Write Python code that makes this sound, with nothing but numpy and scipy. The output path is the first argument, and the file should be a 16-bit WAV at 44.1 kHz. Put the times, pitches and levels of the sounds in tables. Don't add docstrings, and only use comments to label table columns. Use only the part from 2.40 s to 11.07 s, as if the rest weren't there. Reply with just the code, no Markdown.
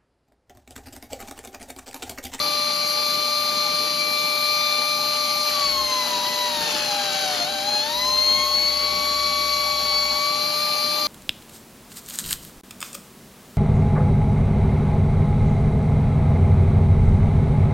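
import sys
import numpy as np
from scipy import signal
from scipy.fft import rfft, irfft, next_fast_len
from scipy.io import wavfile
from scipy.ndimage import uniform_filter1d, map_coordinates

SR = 44100
rng = np.random.default_rng(int(sys.argv[2]) if len(sys.argv) > 2 else 0)


def output_pcm(signal):
    pcm = np.clip(np.atleast_2d(signal).T, -1, 1) * 32767
    wavfile.write(sys.argv[1], SR, np.round(pcm).astype(np.int16))


N = 382347
FREE_HZ = 1183
# f/Hz, left lead/rad
TREBLE_LEAD = [(5800, 0), (7000, -1.6), (8300, -3.14), (9600, -4.7), (11600, -6.28), (13200, -7.85),
               (14700, -9.42), (15800, -10.5)]


def amp(db):
    return 10 ** (np.asarray(db) / 20)


def unit(x):
    return x / np.sqrt(np.mean(x ** 2) + 1e-20)


def along(points, hz):
    f, v = np.transpose(points)
    return np.interp(np.log(hz + 1), np.log(f + 1), v)


def curve(points):
    return np.interp(np.arange(N) / SR, *np.transpose(points))


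def wobble(rate):
    return map_coordinates(rng.standard_normal(int(N * rate / SR) + 4), [np.arange(N) * rate / SR])


def gate(start, end, rise_s, fall_s):
    t = np.arange(N) / SR
    return np.clip(np.minimum(1 + (t - start) / rise_s, 1 - (t - end) / fall_s), 0, 1)


def filtered(x, response):
    m = next_fast_len(N + 8192)
    return irfft(rfft(x, m) * response(np.fft.rfftfreq(m, 1 / SR)), m)[..., :N]


def resonant(points, modes, hz):
    peaks = sum((amp(db) ** 2 - 1) / (1 + (2 * (hz - centre) / width) ** 2) ** 1.49
                for centre, width, db in modes)
    return along(points, hz) + 10 * np.log10(np.abs(1 + peaks))


def angle(hz):
    return 2 * np.pi * np.cumsum(hz) / SR


def tone(phase, pan_db, lead):
    side = np.array([[.5], [-.5]])
    return np.sqrt(2) * amp(side * pan_db) * np.sin(phase + side * lead)


def rush(colour_db, patchy_db):
    likeness = [(60, .97), (300, .92), (900, .75), (1500, .7), (2500, .35), (4200, .88), (6000, .8),
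                (7700, .99)]
    balance = [(400, -.5), (700, -1), (1150, 4.5), (1600, 0.5), (2300, 9), (3300, 4.5), (4200, 3.5),
               (5500, 5.5), (6800, -1.5), (7700, 0)]
    noise = signal.stft(rng.standard_normal((2, N)), nperseg=512)[2]
    patches = uniform_filter1d(rng.standard_normal(noise.shape[1:]), size=5, axis=0)
    patches = unit(uniform_filter1d(patches, size=12, axis=1))
    pair = signal.istft(noise * amp(patchy_db * patches), nperseg=512)[1][:, :N]
    spread = lambda hz: np.arccos(np.clip(along(likeness, hz), -1, 1)) / 2
    mid, side = filtered(pair, lambda hz: amp(colour_db(hz)) * [np.cos(spread(hz)), np.sin(spread(hz))])
    half = np.array([[.5], [-.5]])
    place = lambda hz: amp(half * along(balance, hz)) * np.exp(1j * half * along(TREBLE_LEAD, hz))
    return unit(filtered(np.array([mid + side, mid - side]), place))


def turbine(blade_hz, load):
    overtones = [(3, -39.5), (4, -35.5), (5, -36.5), (6, -37), (7, -44), (8, -44.5), (9, -47), (10, -46.5),
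                 (11, -47), (12, -45.5), (13, -46.5), (14, -48), (15, -52), (16, -52)]
    octaves = np.log2(blade_hz / FREE_HZ)
    shake = (.01 + .015 * load) * wobble(170) + .07 * load * wobble(55)
    phase = angle(blade_hz * (1 + 0.000485 * wobble(14) + .002 * load * wobble(45))) + shake
    blade = amp(-30.5 + 6 * octaves + swell(1) + (0.5 + 1.4 * load) * wobble(30))
    second = amp(-36.5 + 8.5 * octaves + swell(2) + (1 + 2.4 * load) * wobble(30))
    whine = blade * tone(phase, pan_db=6.5, lead=0.24) + second * overtone(2, phase, blade_hz)
    whine += amp(0.5) * wall_echoes(blade * np.sqrt(2) * np.sin(phase))
    blades, rotor_order = 6, 11
    rotor = amp(-46.5 - 6.1 * load + 3.4 * wobble(8))
    whine += rotor * tone(phase * rotor_order / blades, pan_db=6.5, lead=2.5)
    for k, db in overtones:
        hz = k * blade_hz
        level_db = db - 3 + housing(hz, blade_hz, load) + octaves + swell(k)
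        sheen_db = 11 * octaves * np.clip((hz - 8000) / 1000, 0, 1)
        flutter_db = (0.65 + 0.096 * k + 0.74 * load) * wobble(22) + wobble(90) + wobble(5)
        whine += amp(level_db + sheen_db + flutter_db) * overtone(k, phase, blade_hz)
    return whine


def swell(k):
    swells = { 1: [(3.92, 3.94, -1), (4.2, 4.29, -1.5), (4.4, 4.47, -4), (4.96, 5.02, 4.5),
              (5.88, 5.95, -2.5), (6.19, 6.21, -4)], 2: [(1.597, 2.53, 6), (3.14, 3.17, -4),
              (3.39, 3.56, -3.5), (3.61, 3.67, 5), (3.76, 3.81, -12), (4.04, 4.09, -2), (4.45, 4.54, -6),
              (4.65, 4.97, 4), (5.27, 5.29, -4), (5.4, 5.415, -5), (5.545, 5.56, -8), (5.6, 5.63, 5),
              (5.67, 5.73, -12), (5.96, 6.02, 6), (6.08, 6.11, -13), (6.19, 6.28, 2), (6.33, 6.36, -5),
              (6.42, 7.87, 3.5), (6.7, 6.73, -5), (7.38, 7.42, -6)], 3: [(0.35, 0.53, -9), (1.55, 1.72, -6),
              (2.2, 2.33, 3.5), (2.56, 3.12, -3), (4.24, 4.31, 8), (5.9, 6.1, 5.5), (6.19, 6.24, -7),
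              (7.8, 8.67, -3.5), (7.81, 7.87, -3), (8.1, 8.14, -9)], 4: [(1.65, 2.0, -4), (2.12, 2.2, 3),
              (3.26, 3.33, 2), (3.37, 3.47, -4), (3.9, 3.95, -9), (4.4, 5.36, -4), (5.45, 5.78, 2.5),
              (5.98, 6.11, -3), (6.14, 6.28, 4), (7.45, 7.72, 2.5)], 5: [(1.66, 2.05, -6), (4.3, 5.22, 1),
              (5.28, 5.35, 2.5), (5.41, 5.46, 0), (5.62, 5.7, 4), (5.9, 6.42, -9), (6.5, 7.7, 0.5),
              (8.0, 8.6, -3)], 6: [(3.35, 3.55, -1.5), (4.88, 4.97, -1), (5.07, 5.22, -6), (6.33, 6.5, -8)],
              8: [(5.27, 5.42, 11)]}
    return sum(db * gate(start, end, rise_s=.027, fall_s=.054) for start, end, db in swells.get(k, []))


def overtone(k, phase, blade_hz):
    pan = [(1500, -3), (2300, 9.5), (3500, 2.5), (4000, 3.5), (4700, 7), (5500, 2), (7000, 4), (7700, 0)]  # f/Hz, L-R/dB
    lead = [(700, .5), (1100, .3), (1200, .9), (1800, .5), (2350, 2.3), (2900, 2.6), (3250, .8), (4200, .2),
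            (4700, .7)]
    return tone(k * phase, along(pan, k * blade_hz), along(lead + TREBLE_LEAD, k * blade_hz))


def wall_echoes(x):
    walls = [(5.027, .162), (15.802, .315), (17.426, .328), (20.509, .137), (30.59, .147), (48.977, .071)]
    t = np.arange(N) / SR
    return sum(gain * np.interp(t - ms / 1000, t, x, left=0) for ms, gain in walls)


def housing(hz, blade_hz, load):
    colour = [(2100, 1), (3000, -1.5), (3500, 1.5), (3950, .5), (4400, -1), (4750, -1.3), (5050, -3),
              (5400, -9), (5900, -3), (6150, 1), (6500, 2), (7100, -16), (8700, -10), (9050, -2), (9450, 5),
              (9900, -7), (10250, -5), (10650, 5), (11200, 1.5), (11850, 6), (12400, 2.5), (13000, 1.5),
              (13600, -4), (15400, -14)]
    width_hz = 322 * (blade_hz / FREE_HZ) ** 2
    centre_hz = 4081 + 0.71 * width_hz
    peak_db = 17 - 4.5 * load ** 2
    return along(colour, hz) + peak_db / (1 + ((hz - centre_hz) / width_hz) ** 2)


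def whistle(blade_hz):
    level_db = np.maximum(-28.5 - 0.04 * (FREE_HZ - blade_hz), -56)
    phase = angle(4160 + 11 * wobble(17) + 23 * wobble(110) + 42 * wobble(450))
    jet = tone(phase, pan_db=2.5, lead=.1)
    sideband = amp(-16.5) * tone(phase + angle(blade_hz), pan_db=-8, lead=0)
    return amp(level_db + 0.33 * wobble(60) + 2.7 * wobble(260)) * (jet + sideband)


def drum_roar(load):
    bed = [(25, -24), (55, -5), (95, -8), (135, -2.5), (450, 1), (660, -3.5), (1200, 1), (1850, -10.5),
           (4000, -47)]
    drum_modes = [(149, 11, 5), (182, 18, 7.5), (244.5, 26, 8), (304, 22, 7), (350, 10, 1), (463, 53, 3),
                  (826, 100, 11.5)]
    level_db = -38.5 + load + 0.32 * wobble(6.7)
    return amp(level_db) * rush(lambda hz: resonant(bed, drum_modes, hz), patchy_db=2)


def air_hiss(blade_hz):
    bed = [(500, -25), (1300, 1.5), (1850, 1.5), (2600, 5.5), (3600, 0.5), (4800, 2.5), (5900, -0.5),
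           (7000, 2.5)]
    top = [(7450, 2), (7800, -29.5), (8650, -30), (9100, 3.5), (10000, -3.5), (11500, -1.5), (13000, -5),
           (14000, -6), (15800, -41)]
    duct_modes = [(3095, 370, 5), (4200, 470, 17), (5100, 180, 3.5), (6470, 160, 9.5)]  # f/Hz, width/Hz, lift/dB
    level_db = -28.5 + 4.5 * np.log2(blade_hz / FREE_HZ) + 0.12 * wobble(6.7)
    return amp(level_db) * rush(lambda hz: resonant(bed + top, duct_modes, hz), patchy_db=1.25)


def motor(): 
    partials = [(122.5, -62, 3, 0.46), (243.3, -55, -1, 0), (596.2, -35, 2.5, 0.94), (6470, -56.5, 15, 0.1)]
    speed = 1 + 0.000426 * wobble(3.02) + curve([(0, -.0062), (1.5, .0011), (5, .001), (8.67, .0024)])
    return sum(amp(db + 0.41 * wobble(8.6)) * tone(angle(hz * speed), pan, lead)
               for hz, db, pan, lead in partials)


def gears(blade_hz, grind):
    colour = [(150, -15), (500, -2), (900, -4.5), (1250, 2), (1600, 1), (2100, -2), (3200, 5), (3700, -4),
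              (4150, 3), (4700, 6), (5500, -1), (7300, -1.5), (8200, -30), (9200, -5), (11000, -9),
              (13200, -14), (15800, -37)]
    engaged = [(3.3, 3.48, -50), (5.62, 7.746, -49)]
    shaft = angle(blade_hz / 17.4)
    chatter = amp(1.5 * wobble(350) + .7 * wobble(30) + np.sin(shaft))
    rasp = unit(chatter * rush(lambda hz: along(colour, hz), patchy_db=1.6))
    hum = sum(amp(db) * gate(start, end, rise_s=.14, fall_s=.05) for start, end, db in engaged)
    return grind * rasp + hum * tone(shaft, pan_db=0.5, lead=0)


def scene():
    speed = [(0.0, 1180.6), (0.259, 1179.9), (0.409, 1172.1), (0.713, 1182.1), (1.172, 1188.6),
             (1.571, 1173.5), (2.24, 1189.9), (2.405, 1184.0), (2.479, 1189.0), (2.804, 1182.2),
             (2.998, 1184.3), (3.063, 1186.1), (3.123, 1175.7), (3.477, 1046.2), (3.592, 1010.6),
             (3.756, 976.0), (3.806, 971.3), (3.901, 990.2), (4.056, 982.1), (4.205, 917.1), (4.305, 894.8),
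             (4.375, 857.9), (4.455, 842.7), (4.52, 819.7), (4.639, 801.2), (4.719, 771.0), (4.814, 776.6),
             (5.024, 701.4), (5.039, 711.4), (5.103, 791.5), (5.203, 773.4), (5.288, 825.3), (5.393, 830.4),
             (5.557, 968.5), (5.607, 1000.6), (5.647, 1015.5), (5.867, 1064.2), (6.301, 1112.3),
             (6.425, 1122.0), (6.785, 1135.0), (7.313, 1133.2), (7.423, 1126.6), (7.722, 1122.5),
             (7.847, 1144.6), (8.132, 1177.4), (8.276, 1186.0), (8.456, 1177.3), (8.67, 1183.5)]
    grinds = [(3.11, 3.27, -31), (3.3, 3.5, -37.5), (3.53, 4.203, -31.5), (4.218, 5.0, -28),
              (5.058, 5.47, -34.5)]
    blade_hz = curve(speed)
    presses = [amp(db) * gate(start, end, rise_s=.09, fall_s=.14) for start, end, db in grinds]
    grind = np.max(presses, axis=0)
    load = grind / grind.max()
    machine = turbine(blade_hz, load) + whistle(blade_hz) + gears(blade_hz, grind)
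    return machine + drum_roar(load) + air_hiss(blade_hz) + motor()


def record(dry):
    return filtered(dry, lambda hz: hz < 15800)


dry = scene()
out = record(dry)
output_pcm(out)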